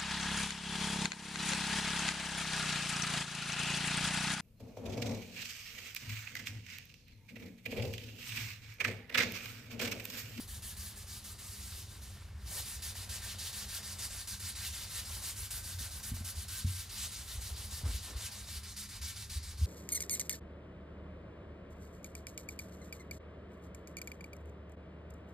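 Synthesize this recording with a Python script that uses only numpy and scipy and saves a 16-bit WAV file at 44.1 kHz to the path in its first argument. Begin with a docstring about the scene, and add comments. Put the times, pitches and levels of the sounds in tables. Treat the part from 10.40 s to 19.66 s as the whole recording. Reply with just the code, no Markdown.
"""Cloth rubbed on a wooden bow

A cloth is rubbed briskly to and fro along a bow limb in a small workshop, often about seven strokes a second.
Shaped noise makes each stroke grip, hiss and slow to the turn; resonances let the limb ring faintly under it.
Gritty noise makes cloth and sleeves rustle; decaying tones are knocks, and short low pulses are soft bumps.
Behind them, coloured noise gives a low rumble and faint air, and narrow bands of noise give a hum."""
import sys
import numpy as np
from scipy import signal
from scipy.fft import rfft, irfft, next_fast_len
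from scipy.io import wavfile
from scipy.ndimage import uniform_filter1d

SR = 44100
rng = np.random.default_rng(int(sys.argv[2]) if len(sys.argv) > 2 else 0)


def transcribe(signal):
    """Save signal, clipped to [-1, 1], as a 16-bit WAV file at the path in sys.argv[1]."""
    frames = np.atleast_2d(signal).T
    limited = np.clip(frames, -1, 1)
    pcm = np.round(limited * 32767).astype(np.int16)
    wavfile.write(sys.argv[1], SR, pcm)


N = 408366
TIME = np.arange(N) / SR
SIZE = next_fast_len(N, real=True)
FREQS = np.maximum(np.arange(SIZE // 2 + 1) * SR / SIZE, 1)


def from_db(db):
    """Turn decibels into gain."""
    return 10 ** (np.asarray(db) / 20)


def rms_one(x):
    """Scale to an rms (average strength) of 1."""
    return x / np.sqrt(np.mean(x ** 2) + 1e-20)


def over_time(points):
    """Join (time, value) points with straight lines."""
    return np.interp(TIME, *np.transpose(points))


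def over_hz(points):
    """Join (frequency, value) points on a log-frequency axis."""
    hz, value = np.transpose(points)
    return np.interp(np.log(FREQS), np.log(hz), value)


def resonances(modes):
    """Gain over frequency of (frequency, width, level) resonances; each level sets the power of its peak."""
    power = 0
    for hz, width, db in modes:
        detuning = (FREQS ** 2 - hz ** 2) / (FREQS * width)
        power = power + from_db(db) ** 2 / width / (1 + detuning ** 2)
    return np.sqrt(power)


def filtered(x, gain):
    """Apply a gain over frequency."""
    return irfft(rfft(x, SIZE) * gain, SIZE)[..., :N]


def drift(rate_hz):
    """Random wandering of rms 1, mostly slower than the given rate."""
    return rms_one(filtered(rng.standard_normal(N), 1 / (1 + (FREQS / rate_hz) ** 4)))


# how alike left and right are: (frequency [Hz], likeness [0-1])
SIDE_LIKENESS = [(25, 1), (55, 1), (90, 0.99), (150, 0.97), (300, 0.94), (1200, .97), (2500, 1),
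                 (4500, 0.9), (9000, 0.82), (15000, 0.75)]


def noise(gain, grain=1):
    """Stereo noise of a given colour, less alike in the treble; a varying grain makes it gritty."""
    alike = np.clip(over_hz(SIDE_LIKENESS), 0, .9995)
    raw = rng.standard_normal((2, N)) * grain
    mid, side = filtered(raw, gain * np.sqrt([1 + alike, 1 - alike]))
    return rms_one(np.array([mid + side, mid - side]))


# strokes, push and pull in turn, each lasting until the next; the swell is the rise along the stroke:
# (start time [s], relative level [dB], swell [dB], time to grip [s])
STROKE_LIST = [(0.0, -52.5, -7, 0.0038), (.074, -51, 1, 0.011), (.219, -49, 1.5, 0.008),
               (.364, -49, 0.5, 0.011), (.557, -53.5, -2.5, .014), (.666, -50, 1.5, .025),
               (.84, -50.5, -3, .01), (.98, -50.5, 2, 0.019), (1.49, -55, -1.5, 0.022),
               (1.612, -62.5, -18, 0.022), (2.05, -43.5, 4.5, 0.083), (2.25, -46.5, -1, 0.031),
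               (2.419, -44.5, 0.5, 0.0087), (2.548, -47, -0.5, .01), (2.69, -44, 0.5, 0.005),
               (2.816, -45.2, 1.5, 0.018), (2.983, -44, 5, 0.0065), (3.125, -44.5, 0.5, 0.015),
               (3.282, -44, 3, 0.016), (3.424, -46, 1, .014), (3.584, -42.5, 1.5, 0.008),
               (3.696, -45.5, 3, .02), (3.872, -43.5, -1.5, 0.0035), (3.994, -44.5, 4, .01),
               (4.151, -43.5, 6, .007), (4.322, -44.5, 0, 0.023), (4.494, -43.5, 4, 0.033),
               (4.644, -46, 3, 0.03), (4.816, -43, 0.5, 0.031), (4.957, -46.5, 2, 0.022),
               (5.104, -43.5, 0, .005), (5.233, -47, 2.5, 0.019), (5.385, -44.5, 1, 0.0079),
               (5.505, -48.5, -0.5, .018), (5.627, -46, -2.5, 0.013), (5.74, -49.5, -4, .011),
               (5.843, -45.5, -0.5, 0.0085), (5.95, -48.5, 2.5, .011), (6.079, -45, 3, .006),
               (6.262, -47, 3, .013), (6.491, -44.5, 7.5, 0.0092), (6.714, -47.5, -2.5, 0.014),
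               (6.872, -46.8, -1, 0.029), (7.005, -46.5, -1.5, 0.019), (7.157, -47.5, -0.5, 0.02),
               (7.303, -46.7, -1.5, .03), (7.449, -47, 4, 0.019), (7.619, -48, -0.5, 0.03),
               (7.76, -46, 6, 0.013), (7.911, -48, -2, 0.013), (8.065, -46.5, 2.5, 0.029),
               (8.231, -49, -0.5, 0.0049), (8.363, -45, -1, 0.0064), (8.486, -48.5, 1.5, 0.0093),
               (8.614, -44, 0.5, .004), (8.757, -47.5, -2, 0.009), (8.895, -46, -0.5, 0.0045),
               (9.026, -50, -1, 0.0075), (9.173, -51, 2.5, 0.0089)]
# resonance of the hand cupped round the cloth, before the swell adds to it: (time [s], level [dB])
HAND_CUP = [(0, 3), (1.15, -2), (1.7, 1), (2.6, -0.5), (3.2, -0.5), (3.9, -5), (4.3, -1), (6.7, -.5),
            (7.8, -2), (8.6, -5)]
CUP_PER_SWELL = 0.74  # the hand closes as it bears down: dB of resonance per dB of swell
# dip at the turn for an ordinary grip time; it is shallower by some dB for each doubling of that time
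LULL_DB, ORDINARY_GRIP_S, LULL_DB_PER_DOUBLING = -9, 0.013, 2
CATCH, CATCH_SHARE = 0.72, 0.32  # this share of the rise comes in this share of the grip time
SLOWING_SHARE, LONGEST_SLOWING_S = 0.4, 0.095  # the last part of a stroke slows to the turn
BRAKING, BRAKING_SHARE = .82, 0.68  # this share of the fall comes in this share of the slowing
LATER_PER_SWELL = 0.038  # a stroke that bears down stops faster: share of slowing lost per dB of swell
FIRM_WOOD_DB = -1  # woodiness of a firm stroke
BRUSHING_DB, WOOD_STAYS = -51.5, 0.77  # below this level, woodiness regains this share of the drop


def stroke_controls():
    """Friction level, woodiness and cupping in dB: each stroke breaks loose, slides, then slows to the turn."""
    start, stroke_db, swell_db, grip_s = np.transpose(STROKE_LIST)
    end = np.append(start[1:], TIME[-1] + .04)
    bears_db = np.maximum(swell_db, 0)
    slow_s = np.minimum(SLOWING_SHARE * (end - start), LONGEST_SLOWING_S)
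    slow_s = slow_s * np.clip(1 - LATER_PER_SWELL * bears_db, .2, 1)
    gripped, slowing = start + grip_s, end - slow_s

    first_db, last_db = stroke_db - swell_db / 2, stroke_db + swell_db / 2
    lull_db = LULL_DB + LULL_DB_PER_DOUBLING * np.log2(grip_s / ORDINARY_GRIP_S)
    turn_db = (np.append(first_db[0], last_db[:-1]) + first_db) / 2 + lull_db
    caught_db = turn_db + CATCH * (first_db - turn_db)
    braked_db = last_db + BRAKING * (np.roll(turn_db, -1) - last_db)
    # five points per stroke: turn, caught, gripped, slowing, nearly stopped
    caught, braked = start + CATCH_SHARE * grip_s, slowing + BRAKING_SHARE * slow_s
    moments = np.c_[start, caught, gripped, slowing, braked]
    levels = np.c_[turn_db, caught_db, first_db, last_db, braked_db]
    level_db = np.interp(TIME, moments.ravel(), levels.ravel())

    # pressure follows the sliding parts only, without the dips at the turns
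    sliding = np.c_[gripped, slowing].ravel()
    pressure_db = np.interp(TIME, sliding, np.c_[first_db, last_db].ravel())
    wood_db = FIRM_WOOD_DB + WOOD_STAYS * np.maximum(BRUSHING_DB - pressure_db, 0)
    bearing_db = np.interp(TIME, sliding, np.c_[np.zeros(len(start)), bears_db].ravel())
    cup_db = over_time(HAND_CUP) + CUP_PER_SWELL * bearing_db
    return level_db, wood_db, cup_db


# colour of the friction hiss: (frequency [Hz], relative level per Hz [dB])
HISS_COLOUR = [(400, -27), (1000, -10.5), (1600, -10), (2500, -6.5), (3300, -3.5), (4400, -0.5),
               (5700, -2.5), (7500, -2), (9000, -1.14), (11300, -1.5), (12400, -4.5), (15300, -9)]
# middles of the bands in which the hiss changes colour: (frequency [Hz])
HISS_BAND_MIDDLES = [1200, 1900, 2500, 3100, 3900, 4900, 6200, 8000, 10500, 13500]
# treble slope as the cloth works along the limb, before scaling by tilt: (time [s], slope [dB per octave])
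TREBLE_SLOPE = [(0, 2), (.8, -0.5), (1.1, 0), (1.7, -2.5), (2.1, 1), (2.7, -3), (4.4, -2.5), (5.0, .5),
                (5.6, 1), (6.2, -1.5), (7.2, -2.5), (8.0, -5), (9.26, -6)]
HISS_DB = 2  # added to the stroke levels
CUP_HZ, CUP_OCTAVES = 3100, 0.35  # middle and spread of the cupped resonance


def rubbing(grit_db, patchy_db, tilt, speed_tilt, wood_follow, wood_hz):
    """Threads catch and slip on the wood; a faster slide is louder and brighter, and the limb rings along."""
    level_db, wood_db, cup_db = stroke_controls()
    mean_db = uniform_filter1d(level_db, SR // 3)
    speed_db = level_db - mean_db  # level above its own average stands for speed
    bright_db = over_time(TREBLE_SLOPE)
    threads = from_db(grit_db * drift(rate_hz=1700))
    hiss = noise(from_db(over_hz(HISS_COLOUR)), threads)
    swish = 0
    for hz, one_band in zip(HISS_BAND_MIDDLES, np.eye(len(HISS_BAND_MIDDLES))):
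        octaves = np.log2(hz / 6200)
        woody = 1 / (1 + (hz / wood_hz) ** 6)  # near 1 in the low bands, near 0 in the high ones
        colour_db = octaves * speed_tilt * speed_db
        colour_db += (1 - woody) * octaves * tilt * bright_db + woody * wood_db
        colour_db += cup_db * np.exp(-(np.log2(hz / CUP_HZ) / CUP_OCTAVES) ** 2)
        # folds shift under the fingers, so each band wanders a little on its own
        colour_db += patchy_db * drift(rate_hz=17.6)
        band = filtered(hiss, over_hz(np.c_[HISS_BAND_MIDDLES, one_band]))
        swish += band * from_db(level_db + colour_db)
    swish = from_db(HISS_DB) * swish + snags(level_db, per_s=23, size_db=17, spread_db=4.5)
    ringing = limb(mean_db + wood_follow * speed_db + wood_db, wander_db=3)
    return near_echoes(swish, share=0.12, apart_s=8e-5) + ringing


def snags(level_db, per_s, size_db, spread_db):
    """Now and then a single thread snaps free with a tiny tick."""
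    uneven_db = spread_db * np.clip(rng.standard_normal(N), -2, 2)
    ticks = (rng.random(N) < per_s / SR) * from_db(level_db + size_db + uneven_db)
    return signal.sosfilt(signal.butter(1, [2500, 11000], "band", fs=SR, output="sos"), ticks)


def near_echoes(x, share, apart_s, count=24):
    """Chest, bench and floor return many faint early copies, each at its own moment on the two sides."""
    out = x.copy()
    for when, direction, sign in rng.random((count, 3)):
        delay = .001 + .022 * when
        gain = share * np.sign(sign - .5) * np.exp(-delay / 0.02)
        for side, ear in enumerate((1, -1)):
            lag = max(int((delay + ear * apart_s * (direction - .5)) * SR), 1)
            out[side, lag:] += gain * x[side, :-lag]
    return out


# bending modes of the limb under the cloth: (frequency [Hz], width [Hz], relative level [dB])
LIMB_MODES = [(1180, 75, 5), (1348, 41, 4.5), (1570, 51, 4.5), (1810, 43, 12.5), (2080, 60, 6),
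              (2270, 22, 3), (2770, 89, 1), (3630, 140, 4.5), (4391, 220, -10), (5020, 100, -1)]
# limb modes that sing out while grip and contact favour them; the filter is squared, so they sound narrower:
# (start time [s], end time [s], frequency [Hz], filter width [Hz], level relative to the limb's drive [dB])
SINGING_MODES = [(0.046, .75, 1710, 65, -17), (.55, 1.198, 1230, 90, -20), (1.475, 1.75, 1550, 130, -22.5),
                 (1.6, 3.8, 1805, 90, -20), (2.4, 4.5, 1590, 80, -21.5), (4.9, 6.25, 1544, 110, -17),
                 (8.05, 9.26, 2320, 110, -20)]
WOOD_DB = -20  # each group of modes, relative to the limb's drive


def limb(contact_db, wander_db):
    """The limb rings under the cloth; three groups of modes come and go, and some modes sing out for a while."""
    out = 0
    for group in (LIMB_MODES[0::3], LIMB_MODES[1::3], LIMB_MODES[2::3]):
        out = out + noise(resonances(group)) * from_db(WOOD_DB + wander_db * drift(rate_hz=6.9))
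    for start, end, hz, width, db in SINGING_MODES:
        favoured = np.clip(np.minimum(TIME - start, end - TIME) / 0.052, 0, 1)  # fades in and out
        tone = filtered(rng.standard_normal(N), resonances([(hz, width, 0)]) ** 2)
        out += from_db(db) * favoured * rms_one(tone)
    return out * from_db(contact_db)


# loose cloth and sleeves, before RUSTLE_DB is added: (time [s], level [dB])
RUSTLE_LEVEL = [(0.0, -69.5), (2.04, -69), (2.16, -55), (2.27, -69.5), (2.53, -63), (3.76, -64),
                (3.94, -70.5), (4.85, -62), (4.98, -68.5), (5.6, -63), (6.29, -71.5), (7.43, -62.5),
                (7.45, -58), (7.58, -70), (7.69, -59.5), (8.33, -72.5), (9.18, -69), (9.26, -64)]
# colour of the rustle: (frequency [Hz], relative level per Hz [dB])
RUSTLE_SPECTRUM = [(150, -18), (300, -4.5), (500, 3), (800, 3), (1300, 0.5), (2500, -6.5), (6000, -14),
                   (15000, -29)]
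# the cloth flaps against the hand: (middle time [s], peak level [dB], length [s])
FLAP_LIST = [(7.452, -54, 0.036), (7.498, -55, 0.053), (7.72, -55.5, 0.066)]
# colour of the flaps: (frequency [Hz], relative level per Hz [dB])
FLAP_SPECTRUM = [(70, -6), (130, 3), (250, 5), (480, -3), (700, -9), (1300, -7), (2500, -22), (8000, -26)]
RUSTLE_DB = 2.06


def rustle(crumple_db):
    """The hanging cloth and the sleeves swing with the arm, and the loose end flaps against the hand."""
    folds = from_db(crumple_db * drift(rate_hz=94))
    loose = noise(from_db(over_hz(RUSTLE_SPECTRUM)), folds)
    loose *= from_db(over_time(RUSTLE_LEVEL) + RUSTLE_DB)
    flap = 0
    for s, db, length in FLAP_LIST:
        flap = flap + from_db(db) * np.exp(-2 * ((TIME - s) / length) ** 2)
    return loose + flap * noise(from_db(over_hz(FLAP_SPECTRUM)))


# knocks on the bow; the last column shortens the ring:
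# (time [s], relative level [dB], contact cut-off [Hz], share of the free ring length [0-1])
KNOCK_LIST = [(5.343, -43, 131, 0.6), (5.405, -45, 220, 0.53), (5.716, -37, 254, 0.56),
              (5.735, -38, 220, 0.54), (5.806, -42.5, 232, 1), (6.244, -31.5, 200, 1.0),
              (7.432, -35.5, 156, 0.83), (9.211, -41, 191, 0.82)]
# low modes of the bow in the hand: (frequency [Hz], relative level [dB], free time to fall 60 dB [s])
BOW_MODES = [(90.7, 6, 0.4), (108, -7.5, 0.15), (123.6, -1, 0.21), (169, -12, 0.2), (212, 1, 0.087),
             (232, -8, 0.23)]


def knocks():
    """Padded contacts set the low modes of the bow ringing; the grip damps them."""
    out = np.zeros(N)
    t = TIME[:SR // 2]
    for s, level_db, contact_hz, free in KNOCK_LIST:
        ring = 0
        for hz, db, t60 in BOW_MODES:
            ring = ring + from_db(level_db + db - 60 * t / (t60 * free)) * np.sin(2 * np.pi * hz * t)
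        at = round(s * SR)
        padding = signal.butter(5, contact_hz, fs=SR, output="sos")
        out[at:at + len(t)] -= signal.sosfilt(padding, ring)[:N - at]
    # a slim limb radiates no deep bass
    return signal.sosfilt(signal.butter(2, 48, "high", fs=SR, output="sos"), out)


# soft bumps of handling: (middle time [s], peak level [dB], pitch [Hz], length [s])
BUMP_LIST = [(2.053, -38.5, 62.5, 0.096), (4.32, -39, 73, 0.051), (4.674, -48, 67.6, .07),
             (5.985, -34, 78, 0.05), (6.986, -32, 65, 0.031), (7.126, -33, 70.5, 0.046),
             (7.464, -28.5, 72, 0.048), (7.503, -32, 55.3, .06), (7.554, -30, 64.3, 0.048),
             (7.765, -32.5, 68, 0.03), (8.181, -37, 69, 0.032), (8.639, -37, 73, 0.098),
             (8.974, -30.5, 70, 0.048), (9.235, -22.3, 74.4, 0.046)]


def bumps():
    """Dull thuds: low tones that swell and fade within a few cycles."""
    out = np.zeros(N)
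    for s, level_db, hz, length in BUMP_LIST:
        near = np.abs(TIME - s) < length
        t = TIME[near] - s
        swell = from_db(level_db) * np.exp(-np.pi * (2 * t / length) ** 2 / 2)
        out[near] += swell * np.cos(2 * np.pi * (hz * t + rng.random()))
    return out


# rumble changes, added to RUMBLE_DB: (time [s], level [dB])
RUMBLE_CHANGES = [(0, 1.5), (.7, -2.5), (2.1, 1.5), (3.8, -2.5), (5.3, .5), (6.5, -2.5), (7.2, 2),
                  (8.4, -3), (9.26, 2)]
# colour of the rumble, before an extra treble cut: (frequency [Hz], relative level per Hz [dB])
RUMBLE_COLOUR = [(20, -39), (30, -22), (38, -6), (52, 0), (68, 2.5), (95, 2), (112, -8), (140, -11),
                 (165, -17.5), (242, -24.5), (280, -31.5), (450, -31.5), (900, -52)]
# colour of the air noise: (frequency [Hz], relative level per Hz [dB])
AIR_COLOUR = [(250, 16), (500, 1), (1000, 4.5), (2000, 0), (4500, 5), (8000, -1), (15000, -16)]
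# hum: (frequency [Hz], width [Hz], level [dB])
HUM_BANDS = [(102.3, 2.3, -61), (203.2, 3.9, -66), (299.6, 11, -76.5), (401, 6.9, -76.5)]
RUMBLE_DB, AIR_DB = -49, -68


def workshop():
    """Noise shaped into a slowly swelling rumble, a wavering hum in narrow bands, and faint air."""
    treble_cut = 1 / (1 + (FREQS / 1500) ** 2)
    rumble = noise(from_db(over_hz(RUMBLE_COLOUR)) * treble_cut)
    rumble *= from_db(RUMBLE_DB + over_time(RUMBLE_CHANGES))
    hum_level = np.sqrt(np.sum(from_db(np.array(HUM_BANDS)[:, 2]) ** 2))
    hum = hum_level * noise(resonances(HUM_BANDS))
    air = from_db(AIR_DB) * noise(from_db(over_hz(AIR_COLOUR)))
    return rumble + hum + air


RIGHT_LEAD_S = 2.0e-5


def scene():
    """Add all the sounds; the cloth reaches the right side a moment before the left."""
    cloth = rubbing(grit_db=0.5, patchy_db=1.48, tilt=0.84, speed_tilt=0.2, wood_follow=0.76, wood_hz=2780)
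    cloth = cloth + rustle(crumple_db=3.0)
    left_right_delay = RIGHT_LEAD_S * np.array([[1], [0]])
    cloth = filtered(cloth, np.exp(-2j * np.pi * FREQS * left_right_delay))
    return cloth + knocks() + bumps() + workshop()


CUTOFF_HZ = 15600


def record(dry):
    """The top is cut steeply above the cut-off."""
    return filtered(dry, 1 / np.sqrt(1 + (FREQS / CUTOFF_HZ) ** 240))


dry = scene()
out = record(dry)
transcribe(out)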